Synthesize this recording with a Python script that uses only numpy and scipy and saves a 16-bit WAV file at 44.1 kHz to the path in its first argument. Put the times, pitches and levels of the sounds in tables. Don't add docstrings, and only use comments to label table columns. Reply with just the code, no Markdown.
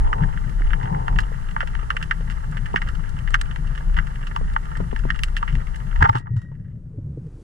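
import sys
import numpy as np
from scipy import signal
from scipy.fft import rfft, irfft, next_fast_len
from scipy.io import wavfile
from scipy.ndimage import uniform_filter1d

SR = 44100
rng = np.random.default_rng(int(sys.argv[2]) if len(sys.argv) > 2 else 0)


def undo_db(level):
    steps = np.asarray(level, float) / 20
    return 10 ** steps


def log_audio(samples):
    frames = np.atleast_2d(samples).T
    limited = np.clip(frames, -1, 1)
    pcm = np.round(limited * 32767).astype(np.int16)
    wavfile.write(sys.argv[1], SR, pcm)


N = 327649

# t/s, peak level/dB, dull part/dB, fizz part/dB, ring f/Hz
FULL_SNAPS = [(0.129, -10, -18.5, -39.5, 1390), (0.2356, -22.5, -11, -34, 1810),
              (.7327, -14, -22, -34.5, 1650), (0.8114, -26.5, -12, -51, 1730), (0.9471, -23, -9, -45, 1900),
              (1.0808, -14.5, -7, -32, 1500), (1.1876, -8.5, -20.5, -26, 1700),
              (1.5642, -13.5, -8, -43, 1460), (1.6055, -13, -17, -29, 1650), (1.674, -27, -11, -20, 1820),
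              (1.7515, -22, -14, -27, 1890), (1.904, -8.5, -29, -30.5, 1400),
              (1.967, -14.5, -23, -25, 1930), (2.1105, -8.5, -29, -33, 1680), (2.7413, -26, 4, -42, 1190),
              (2.7599, -6.5, -21, -30, 1780), (2.8183, -17, -15, -27.5, 1950),
              (3.3423, -5, -24.5, -26.5, 1740), (3.56, -27, -9, -21.5, 2020),
              (3.969, -20.5, -11, -26, 1880), (3.9872, -11, -22, -33, 1730), (4.3625, -18, -6, -23.5, 1150),
              (4.962, -22.5, -14, -26, 1870), (4.5631, -9, -10.5, -42, 1440),
              (5.1031, -8.5, -29, -31.5, 1690), (5.235, -12.5, -45, -14, 2450),
              (5.3668, -15.5, -38, -21.5, 1900), (5.428, -13.5, -11, -35.5, 1220),
              (5.553, -26, -13, -21.5, 2080), (5.96, -25, -9, -26.5, 1900), (.206, -31, 0, -45, 950)]
# t/s, peak level/dB, fizz part/dB, t60/s, ring f/Hz
ECHOING_SNAPS = [(.374, -22, -38, 0.037, 1700), (.619, -25, -40, 0.034, 1960), (.83, -27, -28, 0.07, 2080),
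                 (2.0136, -26, -34, 0.062, 1610), (2.0271, -20.5, -18.5, 0.045, 1680),
                 (2.3, -25.5, -22.5, 0.12, 1800), (2.57, -25, -26, 0.074, 1920),
                 (2.658, -26.5, -23.5, 0.07, 1840), (2.873, -29, -25, 0.11, 1470),
                 (3.2757, -21, -32, 0.027, 1830), (3.413, -20, -13.5, 0.019, 1800),
                 (3.751, -32, -22, 0.082, 1630), (4.2695, -27, -20.5, 0.056, 1310),
                 (4.3127, -30, -39, 0.046, 1740), (4.5, -32.5, -29, 0.039, 1720),
                 (4.753, -25, -37, 0.1, 1850), (5.088, -31, -34, 0.059, 1820),
                 (5.145, -30, -27, 0.14, 1670), (5.1909, -25.5, -19.5, 0.042, 2050),
                 (5.478, -21, -31, 0.12, 1890), (1.6125, -18, -33, .03, 1500), (1.618, -20, -36, .04, 1750),
                 (1.626, -24, -36, .05, 1600), (.133, -18, -36, .04, 1300), (3.9655, -24, -30, .04, 1850),
                 (3.978, -24, -34, .06, 1800), (2.733, -33, -30, .02, 2900), (2.775, -21, -30, .05, 1750),
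                 (5.373, -26, -20, .06, 2500), (2.824, -25, -32, .08, 1850)]
# t/s, peak level/dB, fizz part/dB, ring f/Hz
THIN_SNAPS = [(0.669, -32.5, -27.5, 2500), (1.203, -27.5, -14, 1700), (1.51, -34.5, -17.5, 1810),
              (2.513, -50, -6, 1700), (2.951, -33, -22, 1360), (3.092, -43.5, -8, 1700),
              (3.305, -40, -9.5, 1800), (4.534, -36.5, -16, 1830), (4.654, -38, -21, 1490),
              (4.771, -34.5, -12.5, 1800), (4.911, -34, -31, 1750), (4.991, -34.5, -15, 1520),
              (5.159, -30, -21, 1700), (5.759, -37, -11.5, 1830), (0.856, -28, -36, 1610),
              (1.160, -28.5, -26, 1700), (3.188, -30, -23, 2600), (3.511, -28, -27, 1490),
              (3.671, -38, -18, 2600), (3.777, -27.5, -25, 1840), (4.07, -31, -22, 1740),
              (4.156, -33.5, -22, 1790), (4.228, -33, -31, 1740), (0.074, -31, -50, 1470),
              (.225, -31, -35, 1400), (.34, -46, -35, 1190), (.494, -39, -17, 1650),
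              (.705, -27.5, -34, 1710), (.798, -35, -40, 1320), (1.234, -30, -43, 1330),
              (1.468, -42, -35, 1860), (1.486, -31.5, -30, 1710), (1.795, -31.5, -49, 1230),
              (2.208, -36.5, -37, 1830), (2.887, -25.5, -20.5, 1450), (3.039, -35, -32, 1730),
              (3.284, -33, -35, 1850), (3.336, -29, -26, 1850), (3.39, -39, -27, 2900),
              (3.457, -35, -30, 1610), (3.942, -33, -21, 1480), (5.283, -35, -19, 1180),
              (5.525, -35, -19, 1420), (5.669, -36.5, -22, 1840), (5.744, -32.5, -30, 1870),
              (5.801, -36.5, -41, 1430), (5.868, -38, -35, 1390), (5.912, -35, -35, 1180),
              (1.352, -40, -37, 1170), (3.165, -36, -35, 1270)]


def shrimp():
    t60_s, direct_s_per_db, weed_s_per_db = 0.053, 0.0004, 0.002
    bright = (0.75, 8.8)
    full = []
    for s, db, dull_db, fizz_db, hz in FULL_SNAPS:
        shorter_s = max(direct_s_per_db * (fizz_db + 32), weed_s_per_db * (-32 - fizz_db))
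        full.append((s, db, dull_db, fizz_db, t60_s - shorter_s, hz))
    echoing = [(s, db, -25.5, fizz_db, t60, hz) for s, db, fizz_db, t60, hz in ECHOING_SNAPS]
    thin = [(s, db, -25, fizz_db, 0.045, hz) for s, db, fizz_db, hz in THIN_SNAPS]
    out = snaps(full, -12.0, 0.0012, bright, 2.09)
    out += snaps(echoing, -9.5, 0.001, bright, 1.8)
    return out + snaps(thin, -12.5, 0.0014, (0.1, -6.5), 0.72)


def snaps(rows, scatter_db, burst_s, bright, spike):
    size, lead = 4096, 128
    spike_s, gap_s, clump_db = 0.00006, 0.0026, 3.5
    focus_db, focus_width = 12, 0.29
    sag_octaves, sag_spread = 0.06, 0.12
    out = np.zeros((2, N))
    n = np.arange(size)
    t = np.arange(size - lead) / SR
    hz = np.fft.rfftfreq(size, 1 / SR)
    walls = housing(size)

    edges = np.log([660, 820, 950, 1100, 2200, 2450, 3400, 3900, 6000, 7500])
    corners = np.repeat(np.eye(6), [1, 2, 2, 2, 2, 1], 0).T[1:]
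    parts = np.array([np.interp(np.log(hz + 1), edges, p) for p in corners])
    fade = np.clip(n / lead, 0, 1) ** 2 * np.clip((size - n) / 600, 0, 1)

    chance = rng.standard_normal((len(rows), 4, size - lead))
    for (s, db, dull_db, fizz_db, t60, ring_hz), (grit, left, right, lumps) in zip(rows, chance):
        smooth = uniform_filter1d(uniform_filter1d(lumps, 70), 70)
        clumps = undo_db(clump_db * evened(smooth)) * np.minimum(t / gap_s, 1)
        decay = undo_db(scatter_db - 60 * t / max(t60, 0.005))
        scatter = (grit + 0.32 * np.array([left, right])) * clumps * decay
        direct = spike * np.exp(-t / spike_s) + 0.37 * grit * np.exp(-t / burst_s)
        direct = np.pad(direct, (lead, 0))
        late = np.pad(scatter * np.clip((0.08 - t) / 0.04, 0, 1), ((0, 0), (lead, 0)))

        rings_hz = ring_hz * np.array([[1], [2 ** (sag_spread * lumps[0] - sag_octaves)]])
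        damping = 1j * hz * rings_hz * focus_width
        focus = 1 + undo_db(focus_db) * damping / (rings_hz ** 2 - hz ** 2 + damping)
        spectrum = (rfft(direct) * focus[0] + rfft(late) * focus[1]) * walls
        bands = irfft(spectrum * parts[:, None], size) * fade
        peak = np.sqrt((bands ** 2).mean(1)).max(1)

        top_db = 1.46 * fizz_db + 12.5
        high_db = 24 * max(np.log2(ring_hz / 2100), 0)
        bright_db = bright[0] * min(fizz_db, -19.0) + bright[1] + 1.5 + 0.44 * high_db
        levels_db = db + np.array([dull_db + 6.0, -0.3 - high_db, bright_db, fizz_db + 5.0, top_db])
        add(out, s - lead / SR, np.tensordot(undo_db(levels_db) / peak, bands, 1))
    return out


# f/Hz, width/Hz, left level/dB, right level/dB, left lead/rad, signed gain/1
WALL_MODES = [(405, 286, -9.5, -7.5, 2.5, 0.92), (899, 62, 0, -1.5, -3, -0.74),
              (1171, 128, -7, -1.5, -2.5, 1), (1405, 188, -3, 4, -1.5, -0.51),
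              (1646, 205, -30.5, 10.5, -11, 0.23), (1910, 272, -0.5, -0.5, 1.5, -0.6),
              (2197, 426, -10.5, -23.5, 1.47, 0.88), (2320, 310, -28, -22, -6, -0.19),
              (2850, 377, -15, -8, -1.13, -0.97), (3180, 900, -25, -18.5, -1.34, 0.75),
              (4020, 290, -24, -25.5, 1.5, -1.32), (5450, 1200, -25.5, -30.5, 0.2, 0.88),
              (7490, 1300, -32, -28.5, 0.24, -1.25), (10250, 3500, -39.5, -36, 4.5, -0.72)]


def housing(size):
    hz = np.fft.rfftfreq(size, 1 / SR)
    out = np.zeros((2, len(hz)), complex)
    for f, width, left_db, right_db, lead, sign in WALL_MODES:
        mode = sign * 1j * hz * width / (f ** 2 - hz ** 2 + 1j * hz * width)
        out += mode * np.array([[undo_db(left_db) * np.exp(1j * lead)], [undo_db(right_db)]])
    return out


def gun():
    return shudder() + shaft() + clip() + rattle()


# start t/s, length/s, f/Hz, level/dB
JOLTS = [(.221, .04, 150, -19), (6.006, 0.024, 45, -14), (6.012, 0.046, 85, -13),
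         (6.014, 0.045, 128.7, -17.5), (6.09, 0.037, 106, -17), (6.143, 0.055, 121, -21),
         (6.228, 0.062, 101, -31), (6.302, 0.046, 115, -21), (6.335, 0.035, 116, -20.5),
         (6.357, 0.045, 110, -15), (6.966, 0.049, 109, -26), (7.165, 0.054, 124, -31),
         (6.505, 0.061, 141, -32.5), (6.598, 0.05, 113.5, -32.5), (6.705, 0.062, 100.6, -31.5),
         (7.238, 0.048, 151, -32), (6.311, 0.014, 390, -48), (6.981, 0.016, 268, -34),
         (6.984, 0.013, 540, -48.5), (7.172, 0.014, 455, -38.5), (7.173, 0.013, 289.5, -35.5),
         (6.935, 0.036, 430, -49.5), (7.262, .03, 451, -48.5), (6.042, .014, 424, -31)]


def shudder():
    skew, sag = 0.61, 0.056
    out = np.zeros((2, N))
    for s, length, hz, db in JOLTS:
        u = np.arange(0, length, 1 / SR) / length
        turn = 2 * np.pi * np.cumsum(hz * (1 + sag * (0.5 - u))) / SR
        onset = np.sin(np.pi / 2 * np.minimum(u / 0.2, 1)) ** 2
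        swell = np.sin(np.pi * u ** skew) * onset
        level = np.sqrt(2) * undo_db(db + np.array([[0.6], [-0.6]]))
        add(out, s, level * swell * np.sin(turn))
    return out


# t/s, level/dB
SHAFT_LEVEL = [
    (6.17, -54),
    (6.205, -54),
    (6.26, -67),
    (6.3, -64),
    (6.42, -55.5),
    (6.54, -68.5),
    (6.59, -87),
    (6.655, -70),
    (6.73, -88.5),
]


def shaft():
    return tone(SHAFT_LEVEL, 1902, 0.004, 3)


def tone(rows, hz, wobble, flicker_db):
    db, = curves(rows)
    t = np.arange(N) / SR
    gate = uniform_filter1d(1.0 * (t > rows[0][0]) * (t < rows[-1][0]), 150)
    hz = hz * (1 + wobble * evened(uniform_filter1d(rng.standard_normal(N), 400)))
    flicker = uniform_filter1d(uniform_filter1d(rng.standard_normal(N), 300), 300)
    db = db + flicker_db * evened(flicker)
    return np.sqrt(2) * undo_db(db) * gate * np.sin(2 * np.pi * np.cumsum(hz) / SR)


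# f/Hz, level/dB, t60/s
CLIP_MODES = [(3800, -64.5, .25), (5000, -71, .2), (5750, -63.5, 0.23), (6750, -65, .15),
              (7620, -60.5, .18), (11550, -68, .1)]


def clip():
    t = np.arange(12000) / SR
    phase = np.array([[1.2], [0]])
    ring = sum(undo_db(db - 60 * t / t60) * np.sin(2 * np.pi * hz * t + phase) for hz, db, t60 in CLIP_MODES)
    out = np.zeros((2, N))
    add(out, 6.366, undo_db(-2.5) * ring)
    add(out, 6.417, undo_db(-10.5) * ring)
    return out


# t/s, peak level/dB, fizz part/dB, t60/s, ring f/Hz
RATTLES = [(5.990, -38, -19, 0.048, 1500), (6.006, -23, -28, 0.04, 1250), (6.011, -23, -34, .03, 900),
           (6.016, -20, -31, 0.019, 1600), (6.0206, -21, -34, .015, 902), (6.0236, -3.5, -39, 0.008, 1836),
           (6.0268, -3.5, -33, 0.006, 1600), (6.040, -14, -31.5, 0.03, 1550),
           (6.044, -15, -31.5, .025, 1450), (6.049, -12.5, -34.5, 0.025, 1300),
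           (6.0537, -10, -41.5, 0.02, 1595), (6.058, -12.5, -38.5, 0.03, 1150),
           (6.063, -19.5, -40, .025, 1250), (6.073, -30, -26, .06, 1400), (6.090, -20, -26.5, 0.025, 900),
           (6.0945, -11.5, -41.5, 0.01, 1200), (6.130, -27, -33, 0.025, 1500),
           (6.1355, -31, -33, .02, 1800), (6.147, -28.5, -32, 0.02, 1000), (6.153, -17.5, -28, 0.05, 1300),
           (6.162, -23, -25, 0.06, 1300), (6.1706, -24, -27, .04, 1400), (6.172, -35.5, -16, 0.06, 2850),
           (6.181, -35, -16.5, .08, 1700), (6.196, -40.5, -23, .06, 1950), (6.21, -46, -30, .06, 1300),
           (6.226, -47, -32, .02, 1700), (6.236, -51, -40, .08, 1500), (6.258, -42, -41.5, 0.03, 1200),
           (6.269, -32.5, -47, 0.07, 1420), (6.365, -41, -18.5, 0.11, 1310),
           (6.416, -45.5, -16, 0.095, 1400), (6.447, -53, -29, .05, 1500), (6.485, -57, -30, .05, 1400),
           (6.516, -51, -35, .04, 950), (6.552, -51, -26, .04, 1800), (6.598, -57, -20, .03, 1800),
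           (6.646, -54, -30, 0.1, 1800), (6.68, -57, -31, .08, 1750), (7.268, -57.5, -12, 0.024, 1600)]


def rattle():
    dull_db, dull_db_per_octave = -1.5, -15.5
    rows = [(s, db, dull_db + dull_db_per_octave * np.log2(hz / 1000), fizz_db, t60, hz)
            for s, db, fizz_db, t60, hz in RATTLES]
    return snaps(rows, -12.0, 0.0011, (0.59, -0.8), 0.87)


# t/s, peak level/dB, f/Hz, low shove/dB
FITTING_KNOCKS = [(0.607, -28.5, 314, -15), (1.317, -30.5, 482, -20), (1.63, -24.5, 580, -27),
                  (1.948, -35.5, 480, -14), (2.207, -32, 490, -17), (2.74, -19.5, 416, -6.5),
                  (4.411, -27.5, 465, -9), (4.8023, -21.5, 418, -9), (4.928, -22, 430, -5.5),
                  (5.052, -21.5, 384, -6), (6.023, -19.5, 338, -7), (6.094, -25, 289, -26),
                  (6.153, -24, 350, -9), (6.203, -38.5, 310, -6.5), (6.516, -41, 425, -13)]


def knocks():
    t, out = np.arange(3000) / SR, np.zeros((2, N))
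    phase = np.array([[2.1], [0]])
    scrape_band = signal.butter(2, [250, 1100], "band", fs=SR)
    chance = rng.standard_normal((len(FITTING_KNOCKS), 2, 3000))
    for (s, db, hz, shove_db), grit in zip(FITTING_KNOCKS, chance):
        turn = 2 * np.pi * np.cumsum(hz * (0.89 + 1.35 * np.exp(-t / 0.0011))) / SR
        flex_level = undo_db(5.5 - 60 * t / 0.029) * (1 - np.exp(-(t / 0.00086) ** 2))
        flex = flex_level * np.sin(turn + phase)
        upper_level = undo_db(-2 - 60 * t / 0.017) * (1 - np.exp(-(t / 0.00066) ** 2))
        upper = upper_level * np.sin(2 * np.pi * 2.3 * hz * t + phase)
        scrape = evened(signal.lfilter(*scrape_band, grit))
        scrape = scrape * undo_db(-10 - 60 * t / 0.05) * np.minimum(t / 0.003, 1)
        shove_level = undo_db(shove_db + 6.5 - 60 * t / 0.06) * (1 - np.exp(-t / 0.0043))
        shove = shove_level * np.sin(2 * np.pi * 225 * t)
        add(out, s, -undo_db(db) * (flex + upper + undo_db(-1.0) * scrape + shove))
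    return out


def flow():
    return surge() + flutter()


# t/s, level/dB
PRESSURE_LUMPS = [(0.0, -16), (0.27, -24), (0.63, -17), (1.14, -19), (1.74, -26.5), (2.29, -27),
                  (2.87, -24.5), (3.32, -24.5), (3.62, -27), (3.91, -20), (4.45, -21), (5.03, -22),
                  (5.28, -25), (5.55, -23), (6.0, -18)]
# f/Hz, level/dB
SURGE_SHAPE = [(12, -4), (20, -6), (32, 16), (44, -3.5), (58, 4), (75, -30.5), (150, -89)]


def surge():
    base_db, duck_db, drop_s, shot_s = -28.5, -13.5, 0.015, 6.004
    t = np.arange(N) / SR
    ducked_db = duck_db * (1 - np.exp(-np.maximum(t - shot_s, 0) / drop_s))
    level = swells(PRESSURE_LUMPS, base_db + 0 * t, 0.05, 0.098) * undo_db(ducked_db + 1.5)
    return level * noise(SURGE_SHAPE, 0.79, 5.3, 0.43)


# t/s, level/dB
EDDIES = [(0, -29.5), (.23, -23.5), (.51, -29.5), (.82, -29), (.96, -23.5), (1.14, -27), (1.34, -37.5),
          (1.73, -38.5), (2.02, -36.5), (2.28, -34), (2.53, -32), (3.0, -31.5), (3.61, -37), (4.43, -32.5),
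          (4.81, -28.5), (5.06, -33.5), (5.4, -34.5), (5.56, -29.5), (5.78, -35), (6.8, -44), (7.05, -38),
          (7.3, -41.5)]
# f/Hz, level/dB
FLUTTER_SHAPE = [(45, -39.5), (68, -5), (110, 0), (160, -1.5), (200, -12), (300, -29.5), (600, -39),
                 (1500, -91)]


def flutter():
    t = np.arange(N) / SR
    gusts_db = 2.78 * evened(uniform_filter1d(uniform_filter1d(rng.standard_normal(N), 1500), 1500))
    base_db = -35.5 - 12 * np.exp(-t[::-1] / 0.14)
    level = swells(EDDIES, base_db, 0.048, 0.053) * undo_db(gusts_db - 0.7)
    return level * noise(FLUTTER_SHAPE, 0.92, 3.9, 0.16)


# f/Hz, level/dB
WASH_SHAPE = [(150, -26), (260, 2), (450, -8.5), (650, -22), (1500, -29), (3000, -41.5), (8000, -90.5)]


def late_rush():
    t = np.maximum(np.arange(N) / SR - 6.514, -1)
    wash_db = -49.5 - 28.5 * np.exp(-t / 0.3)
    hiss_db = -90.5 + 24.5 * t * abs(t) + 90 * np.minimum(t, 0)
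    return undo_db(wash_db) * noise(WASH_SHAPE, 0.73, even=0.3) + undo_db(hiss_db) * noise(HISS_SHAPE, 1.0)


def reef():
    return undo_db(auto_gain()[0]) * (crackle() + swish())


# f/Hz, level/dB
FAR_SHAPE = [(1500, 0.5), (3000, -6), (4500, -11), (10000, -16)]


def crackle():
    snaps_per_s = 200
    far = undo_db(9.6 * np.minimum(rng.exponential(1, N), 3.4)) * (rng.random(N) < snaps_per_s / SR)
    dying = undo_db(-120 * np.arange(2000) / SR / 0.06)
    power = signal.oaconvolve(far, dying)[:N]
    grain = np.sqrt(abs(power) / power.mean() + 0.5)
    press = grain * (rng.standard_normal(N) + 0.53 * rng.standard_normal((2, N)))
    size = next_fast_len(N)
    rung = irfft(rfft(coloured(press, FAR_SHAPE), size) * housing(size), size)[:, :N]
    return undo_db(-43.0) * evened(patchy(rung, 1.8))


def patchy(x, patchy_db):
    hz, t, z = signal.stft(x, SR, nperseg=256)
    patches = uniform_filter1d(rng.standard_normal(z.shape[1:]), size=3, axis=0)
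    patches = uniform_filter1d(patches, size=5, axis=1)
    return signal.istft(z * undo_db(patchy_db * evened(patches)), SR, nperseg=256)[1][:, :N]


# t/s, level/dB
CAMERA_TURNS = [
    (.14, -34),
    (.22, -32),
    (.95, -30.5),
    (1.17, -32.5),
]
# f/Hz, level/dB
SWISH_SHAPE = [(200, -28.5), (300, -12), (450, -5.5), (620, -18), (880, 0.5), (1050, -7.5), (2000, -91)]


def swish():
    level = swells(CAMERA_TURNS, np.full(N, -47), 0.146, 0.065)
    return level * noise(SWISH_SHAPE, 0.91) * [[1], [-0.85]]


# f/Hz, level/dB
HISS_SHAPE = [(600, -30), (2500, -2), (4000, 0), (7500, 0), (10000, -2), (12000, -7), (14300, -15),
              (15500, -50)]


def preamp_hiss(dry, gain_db):
    t = np.arange(N) / SR
    treble = uniform_filter1d(np.diff(dry, prepend=0)[1] ** 2, 200)
    sharp_db = 10 * np.log10(abs(treble) + 1e-12)
    fall_db = t * 120.0
    over_db = np.maximum(np.maximum.accumulate(sharp_db + fall_db) - fall_db + 30.0, 0)
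    gate_db = -23 - 16 * np.exp(-(np.maximum(t - 6.22, 0) / 0.12) ** 2)
    level_db = np.maximum(gain_db, gate_db) - 0.8 * over_db - 61.5
    return undo_db(level_db) * ragged(noise(HISS_SHAPE, 0.052, -1.5))


def ragged(x):
    hz, t, z = signal.stft(x, SR, nperseg=2048)
    edge_hz = np.repeat(rng.uniform(11800, 14500, len(t)), rng.integers(1, 5, len(t)))[:len(t)]
    lost = np.clip((hz[:, None] - 10000) / 4000, 0, 0.85)
    lines = np.repeat(rng.random((len(hz), len(t))), 4, axis=0)[:len(hz)] > lost
    kept = z * lines / np.sqrt(1 - lost) * (hz[:, None] < edge_hz)
    return signal.istft(kept, SR, nperseg=2048)[1][:, :N]


# t/s, reef and hiss level/dB, stereo width/dB
RECORDER_GAIN = [(0, 0, 1), (6.02, -1.5, 1.5), (6.1, -1.5, 3.5), (6.19, -7, 2), (6.22, -31, 2),
                 (6.35, -19, 3), (6.45, -22.5, -2.5), (6.7, -24.5, -4.5), (7.0, -38.5, -9),
                 (7.06, -50, -63), (7.43, -56.5, -62.5)]


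def auto_gain():
    return curves(RECORDER_GAIN)


# f/Hz, level/dB
MIC_SHAPE = [(100, 0), (9500, 0), (11500, -5), (13000, -13), (14500, -22), (15500, -55), (22000, -80)]


def microphones(dry):
    return coloured(np.clip(dry, -1, 1), MIC_SHAPE)


def evened(x):
    return x / np.sqrt(np.mean(x ** 2) + 1e-20)


def read(points, hz):
    f, value = np.transpose(points)
    return np.interp(np.log(hz + 1), np.log(f + 1), value)


def curves(rows):
    s, *columns = np.transpose(rows)
    return [np.interp(np.arange(N) / SR, s, c) for c in columns]


def add(mix, s, sound):
    part = mix[:, max(round(s * SR), 0):][:, :sound.shape[1]]
    part += sound[:, :part.shape[1]]


def coloured(x, shape):
    size = next_fast_len(N + 2048)
    gain = undo_db(read(shape, np.fft.rfftfreq(size, 1 / SR)))
    return irfft(rfft(x, size) * gain, size)[..., :N]


def noise(shape, same, lean_db=0.0, even=0.0):
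    a, b = rng.standard_normal((2, N))
    same = np.clip(same, 0, 1)
    x = coloured([a, same * a + np.sqrt(1 - same ** 2) * b], shape)
    swell = uniform_filter1d(uniform_filter1d(x.mean(0) ** 2, 1800), 1800)
    x = x / (abs(swell) + 0.13 * swell.mean()) ** (even / 2)
    x = x * undo_db(np.array([[lean_db / 2], [-lean_db / 2]]))
    return x / np.sqrt(np.mean(x.mean(0) ** 2))


def swells(rows, base_db, rise_s, fall_s):
    t = np.arange(N)[::64] / SR
    power = undo_db(2 * base_db[::64])
    for s, db in rows:
        power = power + undo_db(2 * db) * np.exp(-((t - s) / np.where(t < s, rise_s, fall_s)) ** 2)
    return np.interp(np.arange(N) / SR, t, np.sqrt(power))


def scene():
    return shrimp() + gun() + knocks() + flow() + late_rush() + reef()


def top_cut(x):
    return signal.sosfilt(signal.butter(12, 15100, fs=SR, output="sos"), x)


def record(dry):
    gain_db, width_db = auto_gain()
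    x = microphones(dry) + preamp_hiss(dry, gain_db)
    mid = x.mean(0)
    side = (x[0] - x[1]) / 2 * undo_db(width_db)
    mix = np.clip(np.array([mid + side, mid - side]), -1, 1)
    return top_cut(mix)


dry = scene()
out = record(dry)
log_audio(out)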